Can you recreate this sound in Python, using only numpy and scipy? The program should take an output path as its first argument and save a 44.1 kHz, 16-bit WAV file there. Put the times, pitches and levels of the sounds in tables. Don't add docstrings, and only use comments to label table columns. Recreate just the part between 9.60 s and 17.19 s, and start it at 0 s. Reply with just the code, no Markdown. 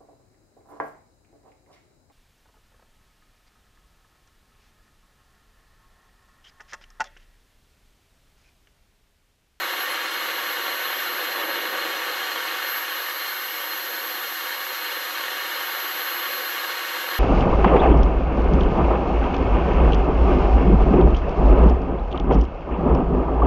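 import sys
import numpy as np
from scipy.fft import rfft, irfft, next_fast_len
from scipy.io import wavfile
from scipy.ndimage import map_coordinates

SR = 44100
rng = np.random.default_rng(int(sys.argv[2]) if len(sys.argv) > 2 else 0)


def master_out(mix):
    frames = np.transpose(np.atleast_2d(mix))
    ceiling = np.clip(frames, -1, 1)
    pcm = np.round(ceiling * 32767).astype(np.int16)
    wavfile.write(sys.argv[1], SR, pcm)


N = 334719


def amp(db):
    return 10 ** (np.asarray(db) / 20)


def unit(x):
    return x / np.sqrt(np.mean(x ** 2) + 1e-20)


def along(points, hz):
    freqs, values = np.transpose(points)
    return np.interp(np.log(hz + 1), np.log(freqs + 1), values)


def curves(rows):
    times, *columns = np.transpose(rows)
    return [np.interp(np.arange(N) / SR, times, column) for column in columns]


def bell(offset, width):
    return np.exp2(-(2 * offset / width) ** 2)


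def bumps(rows):
    t = np.arange(N) / SR
    return sum(np.outer(heights, bell(t - middle, length)) for middle, length, *heights in rows)


def wobble(rate):
    return map_coordinates(rng.standard_normal(int(N * rate / SR) + 4), [np.arange(N) * rate / SR])


def filtered(x, response):
    size = next_fast_len(N + 8192)
    return irfft(rfft(x, size) * response(np.fft.rfftfreq(size, 1 / SR)), size)[:N]


def resonant(x, spectrum, modes):
    grid = np.linspace(0, SR / 2, 8192)
    boost_db = sum(db * bell(grid - hz, width) for hz, width, db in modes)
    return unit(filtered(x, lambda hz: amp(along(spectrum, hz) + np.interp(hz, grid, boost_db))))


def turbulence(flutter_db, rate):
    return rng.standard_normal(N) * amp(flutter_db * wobble(rate))


def whistle(centre_hz, width_hz, db, flutter_db):
    tone = unit(filtered(rng.standard_normal(N), lambda hz: bell(hz - centre_hz, width_hz)))
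    return amp(db) * unit(tone * amp(flutter_db * wobble(11)))


# frequency in Hz, relative level in dB.
HISS_COLOUR = [(2500, -32), (3800, 0), (4400, -1.5), (5200, 2), (6000, 1.5), (6900, 0.5), (8000, -4),
               (9100, -6.5), (9900, -8), (13000, -26)]
FIZZ_COLOUR = [(6000, -20), (9900, -4), (10700, 3), (13100, 3.5), (13500, -1), (14200, 1), (15800, -.5)]
# frequency in Hz, width in Hz, boost in dB.
PIPE_RINGS = [(4180, 102, 15.5), (4530, 55, 15.5), (4680, 41, 8), (4880, 140, 8.5), (5060, 22, 11.5),
              (5380, 45, 8.5), (5846, 63, 8.5), (6000, 120, 6.5), (6410, 58, 6), (6790, 57, 8),
              (7110, 200, 3), (7420, 67, 6.5), (8020, 110, 5.5), (8650, 120, 6.5), (9130, 67, 10.5)]
# middle and length in seconds, change in dB.
HISS_BUMPS = [(1.95, 0.7, -1.5), (7.25, 0.77, 0.5)]


def air():
    change_db = flame_change()
    shift_db, = bumps(HISS_BUMPS)
    hiss_db = -42.3 + 0.043 * change_db + shift_db
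    fizz_db = -49.6 - 0.5 * change_db
    hiss = resonant(turbulence(flutter_db=0.45, rate=36), HISS_COLOUR, PIPE_RINGS)
    fizz = unit(filtered(rng.standard_normal(N), lambda hz: amp(along(FIZZ_COLOUR, hz))))
    return amp(hiss_db) * hiss + amp(fizz_db) * fizz


# time in seconds, pitch in Hz.
WHINE_PITCH = [(0, 12219), (1.5, 12230), (2.55, 12258), (3.35, 12232), (3.75, 12250), (4.45, 12240),
               (4.85, 12254), (5.4, 12237), (5.8, 12241), (7.59, 12226)]
# time in seconds, level in dB.
WHINE_LEVEL = [(0, -42), (0.7, -39.5), (1.35, -36.5), (2.0, -38.5), (2.2, -42), (3.0, -41), (3.15, -37),
               (4.3, -36), (5.8, -40), (6.2, -35.5), (6.75, -33.5), (7.2, -40.5), (7.59, -36.5)]
# middle and length in seconds, dB change of whine and of lower tone.
TONE_FLARES = [(0.22, 0.07, 5, 7.3), (0.49, 0.07, -6.5, 11), (1.28, 0.07, 3.2, 4.8),
               (3.12, 0.17, 4.7, -1.2), (3.27, 0.05, -5.5, 0.6), (4.48, 0.07, 2.0, 0)]
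# middle and length in seconds, whine flicker in dB.
SMITH_MOVES = [(.2, .55, 3), (1.0, .7, 1.7), (6.85, .5, 1.3)]
# cycles per shaft turn, dB against the average whine, share of its changes.
FAINT_TONES = [(18, -20.5, .1), (30, -23.5, .6), (34, -30, .3), (36, -29, .3), (41, -24, 0.99)]


def motor(whine_cycles=35, lower_cycles=29, flicker_rate=22):
    pitch_hz, = curves(WHINE_PITCH)
    level_db, = curves(WHINE_LEVEL)
    flare_db, lower_flare_db = bumps(TONE_FLARES)
    flicker_db, = bumps(SMITH_MOVES)
    average_db = np.mean(level_db)
    change_db = level_db - average_db
    shaft_angle = 2 * np.pi * np.cumsum(pitch_hz + 2.5 * wobble(30)) / (whine_cycles * SR)
    whine_db = level_db + flare_db + flicker_db * wobble(flicker_rate) + 0.88 * wobble(70)
    whine = amp(whine_db) * np.sin(whine_cycles * shaft_angle)
    lower_db = -57 + 0.25 * change_db + lower_flare_db + 0.96 * wobble(25)
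    lower_db += 1.8 * flicker_db * wobble(flicker_rate)
    lower = amp(lower_db) * np.sin(lower_cycles * shaft_angle)
    faint = sum(amp(average_db + db + share * change_db + 1.4 * wobble(18)) * np.sin(cycles * shaft_angle)
                for cycles, db, share in FAINT_TONES)
    return np.sqrt(2) * (whine + lower + faint)


# frequency in Hz, relative level in dB.
ROAR_COLOUR = [(150, -67), (400, -24), (700, -10), (1100, -6), (1700, -.5), (2100, 1), (2400, -8.5),
               (3300, -12), (4400, -13), (5500, -32), (8000, -58)]
# frequency in Hz, width in Hz, boost in dB.
FORGE_RINGS = [(318, 34, 8), (365, 67, 9), (504, 81, 12), (570, 48, 7), (752, 62, 7), (827, 54, 5),
               (941, 74, 10), (1092, 63, 11), (1153, 53, 11), (1243, 52, 11), (1320, 28, 7), (1396, 68, 9),
               (1501, 32, 9), (1539, 47, 8), (1660, 81, 9), (1792, 62, 8), (1858, 47, 6), (2197, 51, 8),
               (2271, 39, 6), (2441, 42, 8), (2544, 81, 10), (2774, 148, 9), (2947, 230, 12), (3098, 41, 8),
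               (3182, 67, 16), (3422, 96, 14), (3667, 143, 12), (3910, 102, 12), (4036, 62, 11),
               (4198, 147, 17)]


def ring_forge(noise):
    return resonant(noise, ROAR_COLOUR, FORGE_RINGS)


# start in seconds, relative strength in dB.
GAS_PUFFS = [(1.857, -12), (1.913, -18), (1.958, -9), (1.969, -13), (2.055, -14), (2.253, -16),
             (3.837, -21), (3.855, -24)]


def spits(decay_s=0.0012):
    t = np.arange(N) / SR
    puffs = sum(amp(db) * (t >= start) * np.exp(-np.abs(t - start) / decay_s) for start, db in GAS_PUFFS)
    bursts = puffs * rng.standard_normal(N)
    return amp(-8.0) * np.std(bursts) * ring_forge(bursts)


def sputter(rate, spread_db):
    clicks = (rng.random(N) < rate / SR) * rng.choice([-1, 1], N)
    sizes = amp(spread_db * np.minimum(rng.standard_normal(N), 2))
    return unit(clicks * sizes)


# frequency in Hz, relative level in dB.
RUMBLE_COLOUR = [(100, -60), (152, -38), (182, -12), (280, -3.5), (450, -0.5), (700, 0), (1100, -8.5),
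                 (2500, -61)]
DEEP_COLOUR = [(25, -2), (60, 0), (140, 5), (300, -13), (1000, -50)]
# middle and length in seconds, rumble boost in dB.
RUMBLE_SWELLS = [(1.97, 0.69, 5.5), (4.42, 0.53, 6)]
# time in seconds, level in dB.
ROAR_LEVEL = [(0, -28), (2.98, -29), (3.95, -31.5), (4.54, -32), (5.6, -29.5), (6.85, -29.5), (7.59, -29)]


def flame():
    roar_db, = curves(ROAR_LEVEL)
    swell_db, = bumps(RUMBLE_SWELLS)
    rumble_db = -42.5 + 2.04 * flame_change() + swell_db
    pops = sputter(rate=420, spread_db=6.0)
    roar = ring_forge(turbulence(flutter_db=0.42, rate=60) + 0.4 * pops)
    rumble = resonant(turbulence(flutter_db=1, rate=22) + 0.47 * pops, RUMBLE_COLOUR, FORGE_RINGS)
    deep = unit(filtered(turbulence(flutter_db=1.5, rate=12), lambda hz: amp(along(DEEP_COLOUR, hz))))
    return amp(roar_db) * roar + amp(rumble_db) * (rumble + amp(-46) * deep)


def flame_change():
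    roar_db, = curves(ROAR_LEVEL)
    return roar_db - np.median(roar_db)


def scene():
    sound = flame() + spits() + air()
    sound += whistle(centre_hz=4234, width_hz=110, db=-52.0, flutter_db=1.0) + motor()
    return np.array([sound, sound])


def record(dry):
    top_hz = 15760
    return np.array([filtered(channel, lambda hz: hz < top_hz) for channel in dry])


dry = scene()
out = record(dry)
master_out(out)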